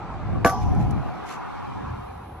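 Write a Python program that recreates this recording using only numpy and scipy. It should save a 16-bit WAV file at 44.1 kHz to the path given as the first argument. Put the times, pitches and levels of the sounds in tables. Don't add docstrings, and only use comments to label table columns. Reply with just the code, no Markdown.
import sys
import numpy as np
from scipy import signal
from scipy.fft import rfft, irfft, next_fast_len
from scipy.io import wavfile
from scipy.ndimage import uniform_filter1d, map_coordinates

SR = 44100
rng = np.random.default_rng(int(sys.argv[2]) if len(sys.argv) > 2 else 0)


def wrap_up_sound(samples):
    columns = np.atleast_2d(samples).T
    tamed = np.clip(columns, -1, 1)
    steps = np.round(tamed * 32767).astype(np.int16)
    wavfile.write(sys.argv[1], SR, steps)


N = 105840
TIME = np.arange(N) / SR


def amp(db):
    return 10 ** (np.asarray(db) / 20)


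def unit(x):
    return x / np.sqrt(np.mean(x ** 2) + 1e-20)


def along(points, hz):
    point_hz, value = np.transpose(points)
    return np.interp(np.log(hz + 1), np.log(point_hz + 1), value)


def colour(points):
    return lambda hz: amp(along(points, hz))


def curves(rows, t=TIME):
    start_s, *columns = np.transpose(rows)
    return [np.interp(t, start_s, column) for column in columns]


def wobble(rate_hz):
    knots = rng.standard_normal(int(N * rate_hz / SR) + 4)
    return map_coordinates(knots, [TIME * rate_hz])


def filtered(x, response):
    m = next_fast_len(N + SR // 2)
    return irfft(rfft(x, m) * response(np.fft.rfftfreq(m, 1 / SR)), m)[..., :N]


def resonances(rows):
    def response(f):
        total = 0
        for k, (centre_hz, width_hz, gain_db) in enumerate(rows):
            damping = 1j * f * width_hz
            total = total + (-1) ** k * amp(gain_db) * damping / (centre_hz ** 2 - f * f + damping)
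        return total
    return response


ATTACK_S = 0.00019


def decay(s, t60):
    age_s = np.maximum(TIME - s, 0)
    return (1 - np.exp(-age_s / ATTACK_S)) * amp(-60 * age_s / t60)


PATCHY_DB = 2.5


def patchy(shape):
    z = signal.stft(rng.standard_normal(shape), nperseg=1024)[2]
    field = uniform_filter1d(rng.standard_normal(z.shape[-2:]), size=3, axis=0)
    field = uniform_filter1d(field, size=4, axis=1)
    return signal.istft(z * amp(PATCHY_DB * unit(field)), nperseg=1024)[1][..., :N]


PORT_LAG_S, LAG_ABOVE_HZ = 0.00052, 2200


def noise(gain, alike, lag_s=0):
    def mid_side_gain(hz):
        angle = np.arccos(np.clip(along(alike, hz), -1, 1)) / 2
        return gain(hz) * np.array([np.cos(angle), np.sin(angle)])

    def lead(hz):
        phase = np.pi * lag_s * np.maximum(hz - LAG_ABOVE_HZ, 0)
        return np.exp(1j * phase * np.array([[1], [-1]]))

    mid, side = filtered(patchy((2, N)), mid_side_gain)
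    return unit(filtered(np.array([mid + side, mid - side]), lead))


def steady(x):
    power = abs(uniform_filter1d(np.mean(x ** 2, axis=0), size=3000))
    return x / np.sqrt(power + 1e-9)


# start_s, strength_db, pitch_hz, rattle_db, bright_rattle_db
CONTACTS = [(0.4470, -10, 1490, -39, -40), (0.4483, -11.5, 2230, -25, -58), (0.4482, -23.5, 3870, -35, -63),
            (.4497, -1.5, 770, -60, -57), (.4524, -11.5, 1010, -46.5, -46), (0.4561, -3.5, 247, -49, -52),
            (.4601, -15.5, 656, -34.5, -44), (0.461, -9, 1400, -30, -44), (0.4703, -19, 900, -26.5, -36.5),
            (.4955, -29, 1020, -31.5, -35)]
# pitch_hz, gain_db, t60_s
HIT_MODES = [(122, 0, .1), (275, 4, .1), (495, 6, .14), (598, 9, .16), (683, 12, .18), (768, 11, .2),
             (1155, 16, .35), (1508, 12, .12), (1710, 8, .1), (2250, 8, .12)]
KNOCK_S, KNOCK_CYCLES = 0.00037, 0.2
KNOCK_SIDE_DB, KNOCK_SIDE_LAG_S = -19.5, 0.00016


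def knock():
    push = np.zeros(N)
    for start_s, strength_db, pitch_hz, *_ in CONTACTS:
        age_s = TIME - start_s
        bump = np.exp(-(age_s / (KNOCK_S + KNOCK_CYCLES / pitch_hz)) ** 2)
        push += amp(strength_db) * np.cos(2 * np.pi * pitch_hz * age_s) * bump
    body = resonances([(hz, np.log(1000) / np.pi / t60_s, db) for hz, db, t60_s in HIT_MODES])
    mid = push + filtered(push, body)
    early = np.interp(TIME + KNOCK_SIDE_LAG_S, TIME, mid)
    late = np.interp(TIME - KNOCK_SIDE_LAG_S, TIME, mid)
    side = amp(KNOCK_SIDE_DB) * (early - late)
    return np.array([mid - side, mid + side])


# pitch_hz, gain_db (per Hz)
RATTLE = [(700, 9), (1300, 17), (2500, 0.5), (4500, -3), (7300, 1), (9000, -28)]
# pitch_hz, gain_db (per Hz)
BRIGHT_RATTLE = [(8200, -41), (9000, 5.5), (12000, 9), (13000, -32)]
# pitch_hz, gain_db
STEEL_MODES = [(3300, -6), (4450, -3), (5130, 1), (5750, 3.5), (6150, -1), (6720, -11), (7190, -10)]
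# pitch_hz, width_hz (before squaring), half_gain_db
SHUDDER_MODES = [(695.6, 41, -4), (742.6, 83, -1), (830, 53, -1.5), (1000, 104, -8)]
# start_s, level_db
SHUDDER_LEVEL = [(.47, -56), (.52, -27), (.6, -33.5), (.87, -36.5), (.92, -42.5), (1.25, -42), (1.5, -48)]
# pitch_hz, likeness (clipped to -1..1)
STEEL_ALIKE = [(1500, 1), (3000, 0.13), (8000, -0.035), (8500, -1.5), (9800, -1.9), (10300, 0.093)]
RATTLE_T60_S, RATTLE_TAIL_DB, RATTLE_TAIL_T60_S = 0.016, -5.5, 0.13
STEEL_WIDTH_HZ, STEEL_DB, STEEL_T60_S = 120, -45.5, 1
STEEL_BURST_DB, STEEL_BURST_T60_S = 3, 0.35


def steel():
    dying = np.array([decay(s, RATTLE_T60_S) + amp(RATTLE_TAIL_DB) * decay(s, RATTLE_TAIL_T60_S)
                      for s, *_ in CONTACTS])
    *_, rattle_db, bright_db = np.transpose(CONTACTS)
    rattle = amp(rattle_db) @ dying * noise(colour(RATTLE), STEEL_ALIKE)
    bright = amp(bright_db) @ dying * noise(colour(BRIGHT_RATTLE), STEEL_ALIKE)

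    first_s = CONTACTS[0][0]
    fall = decay(first_s, STEEL_T60_S) + amp(STEEL_BURST_DB) * decay(first_s, STEEL_BURST_T60_S)
    high_modes = resonances([(hz, STEEL_WIDTH_HZ, db) for hz, db in STEEL_MODES])
    ring = amp(STEEL_DB) * fall * steady(noise(high_modes, STEEL_ALIKE))

    shaking = noise(lambda f: resonances(SHUDDER_MODES)(f) ** 2, STEEL_ALIKE)
    shudder = amp(curves(SHUDDER_LEVEL)[0]) * steady(shaking)
    return rattle + bright + ring + shudder


# middle_s, length_s, level_db
BRUSHES = [(0.625, 0.04, -50), (0.817, 0.065, -51.5), (1.315, 0.099, -44)]
# pitch_hz, gain_db (per Hz)
BRUSH = [(1200, -46), (2000, 2), (4600, -12), (6300, -8), (9900, -23), (11000, -11), (13000, -32)]
# start_s, level_db
TICKS = [(0.749, -50), (0.9082, -43.5)]
# pitch_hz, gain_db (per Hz)
TICK = [(2500, -14), (5500, 6), (12000, -4)]
# pitch_hz, likeness
ALIKE = [(500, 0.58), (1200, 1), (3000, 0.24)]
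TICK_T60_S, GRAIN_DB, GRAIN_RATE_HZ = 0.035, 2, 220


def net():
    swell = sum(amp(db) * np.exp(-((TIME - middle_s) / (length_s / 2)) ** 2) for middle_s, length_s, db in BRUSHES)
    grain = amp(GRAIN_DB * wobble(GRAIN_RATE_HZ))
    brushes = swell * grain * noise(colour(BRUSH), ALIKE, PORT_LAG_S)
    tick_level = sum(amp(db) * decay(s, TICK_T60_S) for s, db in TICKS)
    return brushes + tick_level * noise(colour(TICK), ALIKE, PORT_LAG_S)


GUST_TOP_HZ = 930
STEADY = 0.28


def buffet(rows, low_edge):
    hz, t, z = signal.stft(rng.standard_normal(N), SR, nperseg=2048, noverlap=1792)
    level_db, slope_db, rumble_hz = curves(rows, t)
    edge_hz = curves(low_edge, t)[0]
    hz = hz[:, None] + 1
    shape = amp(slope_db * np.log2(np.maximum(hz / rumble_hz, 1)))
    shape = shape / (1 + (edge_hz / hz) ** 5) / (1 + (hz / GUST_TOP_HZ) ** 6)
    z = z * shape / np.sqrt(np.mean(shape ** 2, axis=0))
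    swell = np.sqrt(np.mean(abs(z) ** 2, axis=0))
    z = z * (swell / np.sqrt(np.mean(swell ** 2))) ** -STEADY
    return signal.istft(z * amp(level_db), SR, nperseg=2048, noverlap=1792)[1][:N]


# start_s, level_db, slope_db_per_octave (above the rumble), rumble_hz
WIND_MID = [(0, -37, -9, 70), (.2, -32.5, -13.5, 69), (.35, -25.5, -13, 140), (.57, -31, -6.5, 65),
            (.67, -17.5, -13.5, 62), (.74, -25, -10, 80), (.8, -18, -14, 116.4), (.9, -24, -11, 100),
            (.97, -26.5, -19, 195), (1.03, -34.5, -9.5, 59), (1.12, -59, -1, 90), (1.5, -48.5, -3.5, 100),
            (1.68, -42, -14, 119), (1.8, -37.5, -8, 104), (1.9, -29, -15, 90), (2.06, -38, -11, 72),
            (2.4, -39.5, -5.5, 71.6)]
# start_s, level_db, slope_db_per_octave
WIND_SIDE = [(0, -40.5, -28), (.36, -22.5, -8.5), (.52, -31, -13.5), (.68, -17.5, -11.5),
             (.92, -20.5, -11.5), (1.08, -28, -9.5), (1.16, -37.5, -3.5), (1.45, -36.5, -2),
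             (1.72, -33, -5.5), (2.1, -42, -3.5), (2.4, -52, -2)]
# start_s, edge_hz
SIDE_EDGE = [(1.74, 45.3), (1.8, 124), (2.4, 413)]
SIDE_RUMBLE_HZ, MID_EDGE_HZ = 91.5, 35


def wind():
    mid = buffet(WIND_MID, [(0, MID_EDGE_HZ)])
    side = buffet([(*row, SIDE_RUMBLE_HZ) for row in WIND_SIDE], SIDE_EDGE)
    return np.array([mid + side, mid - side])


# start_s, roar_db, hiss_db, top_treble_db
ROAD = [(0, -36, -55, -90), (.6, -38.5, -55.5, -67.5), (1.1, -37, -53.5, -71.5), (1.55, -37, -52.5, -72.5),
        (1.85, -39, -54, -74), (2.05, -43, -56.5, -68), (2.4, -47.5, -62.5, -68.5)]
# pitch_hz, gain_db (per Hz)
EARLY_ROAR = [(150, 3), (350, 0.5), (520, -5), (780, 3), (1250, -1.5), (2600, -22.5), (3400, -59)]
# pitch_hz, gain_db (per Hz)
LATE_ROAR = [(500, -66), (640, -20), (720, -7.5), (830, -2), (1000, -0.5), (1260, -4.5), (2130, -20),
             (3400, -73)]
ROAR_TURNS_S = (1, 1.556)
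# pitch_hz, gain_db (per Hz)
HISS = [(1300, -63), (2200, -1.5), (3600, -10.5), (4400, -14), (8600, -27), (13000, -57)]
# pitch_hz, width_hz (before squaring), half_gain_db
TOP_HISS = [(10800, 2000, 0)]
ROAR_WOBBLE_DB, ROAR_WOBBLE_RATE_HZ = 0.81, 13.5


def road():
    roar_db, hiss_db, top_db = curves(ROAD)
    turn = np.pi / 2 * np.interp(TIME, ROAR_TURNS_S, (0, 1))
    early = np.cos(turn) * noise(colour(EARLY_ROAR), ALIKE, PORT_LAG_S)
    late = np.sin(turn) * noise(colour(LATE_ROAR), ALIKE, PORT_LAG_S)
    roar = amp(roar_db + ROAR_WOBBLE_DB * wobble(ROAR_WOBBLE_RATE_HZ)) * (early + late)
    hiss = amp(hiss_db) * noise(colour(HISS), ALIKE, PORT_LAG_S)
    top = amp(top_db) * noise(lambda f: resonances(TOP_HISS)(f) ** 2, ALIKE, PORT_LAG_S)
    return roar + hiss + top


def scene():
    return knock() + steel() + net() + wind() + road()


LOW_CUT_HZ, TOP_HZ = 48, 13050


def record(dry):
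    def response(hz):
        low_cut = (1j * hz / (LOW_CUT_HZ + 1j * hz)) ** 2
        return (hz < TOP_HZ) * low_cut
    return filtered(dry, response)


dry = scene()
out = record(dry)
wrap_up_sound(out)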